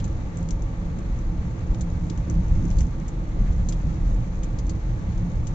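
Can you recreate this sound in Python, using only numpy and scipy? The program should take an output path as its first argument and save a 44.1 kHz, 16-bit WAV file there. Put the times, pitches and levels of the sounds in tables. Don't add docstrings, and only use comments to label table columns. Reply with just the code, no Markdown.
import sys
import numpy as np
from scipy import signal
from scipy.fft import rfft, irfft
from scipy.io import wavfile
from scipy.ndimage import uniform_filter1d

SR = 44100
rng = np.random.default_rng(int(sys.argv[2]) if len(sys.argv) > 2 else 0)


def nominal_scale(level):
    x = np.asarray(level, float) / 20
    return 10 ** x


def pcm_store(signal):
    levels = np.round(np.clip(np.atleast_2d(signal), -1, 1) * 32767)
    wavfile.write(sys.argv[1], SR, levels.astype(np.int16).T)


N = 244314


def rms_one(x):
    return x / np.sqrt(np.mean(x ** 2) + 1e-20)


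def at_hz(points, hz):
    point_hz, value = np.transpose(points)
    return np.interp(np.log(hz), np.log(point_hz), value)


def fft_hz():
    return np.arange(N // 2 + 1) * SR / N + 1e-3


def drift(rate_hz):
    pole = np.exp(-2 * np.pi * rate_hz * 40 / SR)
    noise = rng.standard_normal(N // 40 + 2002)
    slow = rms_one(signal.lfilter([1], [1, -2 * pole, pole ** 2], noise)[2000:])
    return np.interp(np.arange(N) / 40, np.arange(len(slow)), slow)


def band(x, low_hz, high_hz):
    return signal.sosfilt(signal.butter(2, [low_hz, high_hz], "band", fs=SR, output="sos"), x)


def peak(x, hz, width_hz, gain_db):
    return x + (nominal_scale(gain_db) - 1) * signal.lfilter(*signal.iirpeak(hz, hz / width_hz, fs=SR), x)


def field(gain):
    # pitch_hz, correlation (-1 to 1)
    likeness = [(30, 0.99), (70, 0.97), (140, 1), (310, 0.83), (690, 0.52), (1550, -0.36), (3500, 0.17),
                (7900, -0.14)]
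    alike = np.clip(at_hz(likeness, fft_hz()), -0.9, 0.999)
    mid, side = rfft(rng.standard_normal((2, N))) * gain
    mid = irfft(mid, N)
    side = irfft(side * np.sqrt((1 - alike) / (1 + alike)), N)
    return np.array([mid + side, mid - side]) / np.std(mid)


def road_swing():
    # start_s, level_db
    road = [(0, -25), (.75, -28.5), (1.4, -27.5), (2.15, -25), (2.45, -23.5), (2.8, -19.5), (2.93, -28),
            (3.3, -27.5), (3.5, -24), (4.05, -24), (4.45, -27), (5.05, -25), (5.4, -25.5), (5.54, -25)]
    start_s, level_db = np.transpose(road)
    road_db = np.interp(np.arange(N) / SR, start_s, level_db)
    return road_db - road_db.mean()


def shake(sharpness, level_db, follows, wander_db):
    # start_s, lift_db (below 0 a smooth patch), sharpness (0 soft - 3
    humps = [(.12, 1, 0.044), (.45, 1.5, 0.2), (.86, 4, 0), (1.19, 8.5, 0.6), (1.38, 5, 0.064),
             (1.71, 8, 0.6), (1.95, 2.5, 0.3), (2.63, 3.5, 0.042), (2.81, 3.5, 0.036), (3.4, 8.5, 0),
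             (3.55, 2.5, 0.2), (3.65, 0.5, 0.6), (3.76, 0, 0.3), (3.88, 2, 0.05), (4.89, 5.5, 0.25),
             (5.02, 5.5, 0.2), (4.1, 4, 0.29), (.03, 1.5, 0.022), (5.2, 4, 0), (5.4, 4.5, 0.046),
             (5.3, 4.5, .4), (3.27, 4.5, .3), (5.52, -1.5, 0.96)]
    # start_s, lift_db (below 0 a smooth patch), sharpness (0 soft - 3 hard)
    seams = [(0.045, 7.5, 2.5), (3.5, 4, 2.2), (3.55, 1.5, 2), (3.4, 5.5, 3), (0.37, 7.5, 1.44),
             (0.46, 6, 2), (0.52, 6.5, 2.44), (1.101, 9, 2), (.3, 3.5, 1.23), (3, 6.5, 2), (1.7, 4, 3),
             (2.3, 8, 3), (.98, 7, 3), (0.872, 5.5, 2), (2.1, 7, 2.8), (1.71, 0.5, 2), (1.799, 7, 2),
             (2.02, 8.5, 1.9), (2.3894, 11, 2), (2.4994, 5.5, 1), (2.568, 3.5, 0.47), (2.631, 11.5, 3),
             (2.807, 7, 3), (3.427, 9.5, 1.3), (3.818, 5.5, 1.5), (3.879, 10.5, 2), (8.7, 2, 0.72),
             (4.67, 14, 3.36), (4.2, 6.5, 1.2), (4.791, -1, 3.5), (5.232, 11, 2), (5.28, 2, 2),
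             (2.2, 8, 1.3), (4.3, -3, 1), (1.4, -10, 1.4), (1.93, -7, 2.3), (2.7, -2, 4.2), (3.6, -4.5, 3),
             (4.3, -6, 3.5), (2.05, 5.5, 3), (4.5, 3.5, 2.6), (2.8, -4, 3), (.64, 3, 2), (0.076, 1.5, 2)]
    rise_s, fall_s = 0.031, 0.03
    reach = 0.52
    t = np.arange(N // 64 + 2) * 64 / SR
    start_s, lift_db, sharp = np.transpose([*humps, *seams])[:, :, None]
    shape = np.exp(-((t - start_s) / np.where(t < start_s, rise_s, fall_s)) ** 2)
    answer = np.exp(-((sharp - sharpness) / reach) ** 2)
    jolts_db = np.interp(np.arange(N) / SR, t, (lift_db * answer * shape).sum(axis=0))
    return level_db + follows * road_swing() + jolts_db + wander_db * drift(14)


def shell(modes, shake_db, evenness):
    hz = fft_hz()
    power = sum(nominal_scale(db) ** 2 / (1 + ((hz - f) / width) ** 2) ** 2 for f, width, db in modes)
    half_filter = power ** 0.25
    sound = field(half_filter)
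    swell = uniform_filter1d(sound.mean(axis=0) ** 2, size=2600)
    swell = uniform_filter1d(swell, size=2600)
    shaken = nominal_scale(shake_db) * sound / (swell + 0.057) ** (evenness / 2)
    ringing = irfft(rfft(shaken) * half_filter, N)
    return rms_one(ringing) * np.sqrt(np.mean(nominal_scale(shake_db) ** 2))


def body_shell():
    # pitch_hz, width_hz, level_db
    boom_modes = [(26, 36, -11.5), (34.7, 11.6, 5), (50.4, 34.4, -1.5), (72.4, 12, -3)]
    # pitch_hz, width_hz, level_db
    pan_modes = [(108, 18, -4), (116.6, 28, -1.5)]
    # pitch_hz, width_hz, level_db
    roof_modes = [(138, 58.5, -15), (170, 8.2, -0.5), (193, 9, -8.5)]
    # pitch_hz, width_hz, level_db
    tyre_modes = [(239.5, 21.6, 0.12), (296.6, 34.6, -1.4), (329.5, 8.9, 1)]
    boom = shell(boom_modes, shake(0, level_db=-24.5, follows=1, wander_db=1.88), evenness=0)
    pan = shell(pan_modes, shake(1, level_db=-33.5, follows=1, wander_db=1), evenness=0)
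    roof = shell(roof_modes, shake(2, level_db=-35, follows=0.83, wander_db=1.5), evenness=0.23)
    tyre = shell(tyre_modes, shake(3, level_db=-43, follows=0.18, wander_db=1.5), evenness=1)
    return boom + pan + roof + tyre


def tyre_roar():
    # pitch_hz, level_db (per Hz)
    roar_colour = [(200, 2.5), (370, -5.5), (450, 1.5), (540, -2), (700, -6), (900, -6), (1020, -11.5),
                   (1170, -9.5), (1400, -15.5), (2200, -17), (3000, -25.5), (4300, -27), (5000, -38),
                   (7800, -37)]
    # pitch_hz, half_width_hz, lift_db
    glass_modes = [(530, 18, 4.5), (588, 10, -1), (760, 26, -1), (884, 21, 2.5), (940, 16, -2),
                   (1159, 15, 3), (1215, 12, -2.5), (4830, 25, 6), (7260, 60, 1)]
    hz = fft_hz()
    glass = 1 + sum((nominal_scale(db) - 1) / (1 + ((hz - f) / width) ** 2) for f, width, db in glass_modes)
    roar = field(nominal_scale(at_hz(roar_colour, hz)) * glass)
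    lows = signal.sosfilt(signal.butter(2, 1500, fs=SR, output="sos"), roar)
    highs = roar - lows
    flickering = lows * nominal_scale(0.16 * drift(0.85)) + highs * nominal_scale(0.8 * drift(17.0))
    return nominal_scale(-43 + 0.08 * road_swing()) * flickering


def trim_touch(peak_db, pan_db, body_db, ring_hz, loss_db, tail_db):
    first_heard = [
        [0.89],
        [.5],
    ]
    bounce_s, bounce_scatter, bounce_chance_db = 0.0031, 0.1, 1
    cabin_t60_s, cabin_db = 0.074, -7
    t = np.arange(4410) / SR
    grain = rng.standard_normal((2, 4410))
    when, size = rng.uniform(-1, 1, (2, 5))
    turn = np.arange(5)
    rebound = turn > 0
    starts_s = bounce_s * (turn + bounce_scatter * when * rebound)
    sizes = nominal_scale(-loss_db * turn + bounce_chance_db * size * rebound)

    since = t - starts_s[:, None]
    rattle = np.exp(-np.abs(since) / 0.001) * (since >= 0)
    grit = (0.45 * sizes[:, None] * rattle).sum(axis=0)
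    cracks = np.zeros(4410)
    cracks[np.round(starts_s * SR).astype(int)] = 5.74 * sizes * np.sign(when)
    tail = nominal_scale(cabin_db + tail_db - 60 * t / cabin_t60_s) * (1 - np.exp(-t / 0.0068))
    gain = nominal_scale(peak_db + np.array([[pan_db], [-pan_db]]) / 2)
    burst = (grain * (grit + tail) + cracks * np.where(t == 0, first_heard, 1)) * gain

    near_top = band(band(burst[0], 5300, 7500), 5300, 8500)
    far_top = band(band(burst[1], 6100, 9000), 6100, 9000)
    top = nominal_scale(4.5) * np.array([near_top, far_top])
    push = burst * np.where(t == 0, 0.64, 1)
    body = band(push, ring_hz / 1.69, ring_hz * 1.69)
    body = nominal_scale([[17.0], [14.0]]) * peak(body, ring_hz, width_hz=250, gain_db=8)
    thud = nominal_scale(-13.5) * band(burst, 1300, 3200)
    return top + nominal_scale(body_db) * body + thud


def trim():
    # start_s, peak_db, left_over_right_db, body_db, ring_hz
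    ticks = [(0.371, -35.5, -9, -27, 2700), (0.386, -40.5, -6, -26, 3740), (0.4279, -42, -5, -23, 2710),
             (0.488, -36.5, 3, -15.5, 3500), (0.5072, -37, -1, -10.5, 3120), (0.5075, -38.5, 5.5, -7, 5660),
             (0.6212, -38, 3, -26, 2800), (0.987, -41.5, -4.5, -16, 2710), (1.189, -45, 1.5, -27.5, 2700),
             (1.746, -41.5, 7, -12.5, 2980), (2.0992, -47.5, 3, 0.5, 4600), (2.1759, -39.5, 4, -19, 2930),
             (2.2988, -32, -1, -36, 3330), (2.6525, -44.5, 12.5, -24, 5360), (2.7122, -40, 5, -14, 3000),
             (2.7686, -45, 1, -12.5, 4349), (4.144, -43, 1, -25, 2709), (4.6675, -41.5, 1, -22, 4330),
             (5.178, -55.5, 7, -1.5, 3900), (5.317, -57, 6, -9, 5500), (2.1003, -50.5, 6, 1.5, 3400),
             (4.5895, -49, 3, -3, 3080), (4.697, -48, 3, -3.5, 3100), (0.0792, -48, 7, -24, 2720),
             (4.445, -48, 5, -24, 3000)]
    # start_s, peak_db, left_over_right_db, body_db, ring_hz
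    chatters = [(0.042, -35, 4, -17.5, 4100), (1.8093, -33.5, 5, -18, 4140), (2.7848, -39.5, 3, -9, 4400),
                (2.8064, -34, 6, -16, 2100), (3.0804, -37.5, -5, -25, 2990), (3.6874, -27, 2.5, -18, 4200),
                (3.7235, -36.5, 3, -11.5, 3300), (4.4323, -35, 1, -19, 3000), (4.587, -44.5, 2, -6.5, 4900),
                (5.47, -35, 3.5, -18, 2920), (4.6942, -37.5, 4, -12, 4400), (2.83, -51, 8, -12, 4200),
                (0.001, -46, 4, -4.5, 3200)]
    # start_s, peak_db
    grazes = [(1.9011, -52), (2.067, -53), (2.4827, -49.5), (2.5351, -60), (3, -48), (2.7032, -41.5),
              (3.8163, -55), (4.077, -48.5), (4.2328, -57), (0.408, -53), (2.042, -51), (2.3105, -53),
              (4.356, -52), (2.868, -50), (2.726, -53), (2.685, -51), (4.1, -50)]
    touches = [(*row, 9, -7) for row in ticks]
    touches += [(s, db, 10.5, -21.5, 2850, 9, -7) for s, db in grazes]
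    touches += [(*row, 4.5, -1) for row in chatters]
    out = np.zeros((2, N + 4410))
    for start_s, *settings in touches:
        at = round(start_s * SR)
        out[:, at:at + 4410] += trim_touch(*settings)
    return out[:, :N]


def buzz():
    sizes = nominal_scale(3.6 * np.minimum(rng.exponential(1, (2, N)), 5)) * rng.choice([-1, 1], (2, N))
    clicks = sizes * (rng.random((2, N)) < 2500 / SR)
    level = nominal_scale(-67.5 + 0.8 * road_swing())
    return level * rms_one(band(clicks, 3500, 7800)) * nominal_scale([[2.5], [-2.5]])


def circuit_hiss():
    noise = rng.standard_normal((2, N))
    return nominal_scale(-97.5) * rms_one(band(band(noise, 11000, 15300), 11000, 15300))


def scene():
    # pitch_hz, left_over_right_db
    port_balance = [(60, 0), (110, -2), (200, -2), (310, -5), (520, 2.5), (900, -1.5), (1550, 1),
                    (2670, 3.5), (4000, 7.5), (5200, 7), (6400, 6.5), (7900, -5.5)]
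    hz = fft_hz()
    lean_db = at_hz(port_balance, hz) / 2
    node = 1 - 0.51 / (1 + ((hz - 81) / 4.7) ** 2)
    road = body_shell() + tyre_roar()
    road = irfft(rfft(road) * node * nominal_scale([lean_db, -lean_db]), N)
    return road + trim() + buzz()


def low_pass(x):
    return signal.sosfilt(signal.butter(12, 15140, fs=SR, output="sos"), x)


def record(dry):
    # pitch_hz, width_hz, lift_db
    ports = [(6285, 840, 10), (7400, 2600, 7.5)]
    led_in = np.pad(dry, ((0, 0), (4096, 0)), "wrap")
    out = [peak(x, *port) for x, port in zip(led_in, ports)]
    out = signal.sosfilt(signal.butter(2, 18, "high", fs=SR, output="sos"), out)
    out = signal.sosfilt(signal.cheby1(12, 0.5, 7930, fs=SR, output="sos"), out)
    out = signal.sosfilt(signal.cheby2(14, 40, 8080, fs=SR, output="sos"), out)
    mix = out[:, -N:] + circuit_hiss()
    return low_pass(mix)


dry = scene()
out = record(dry)
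pcm_store(out)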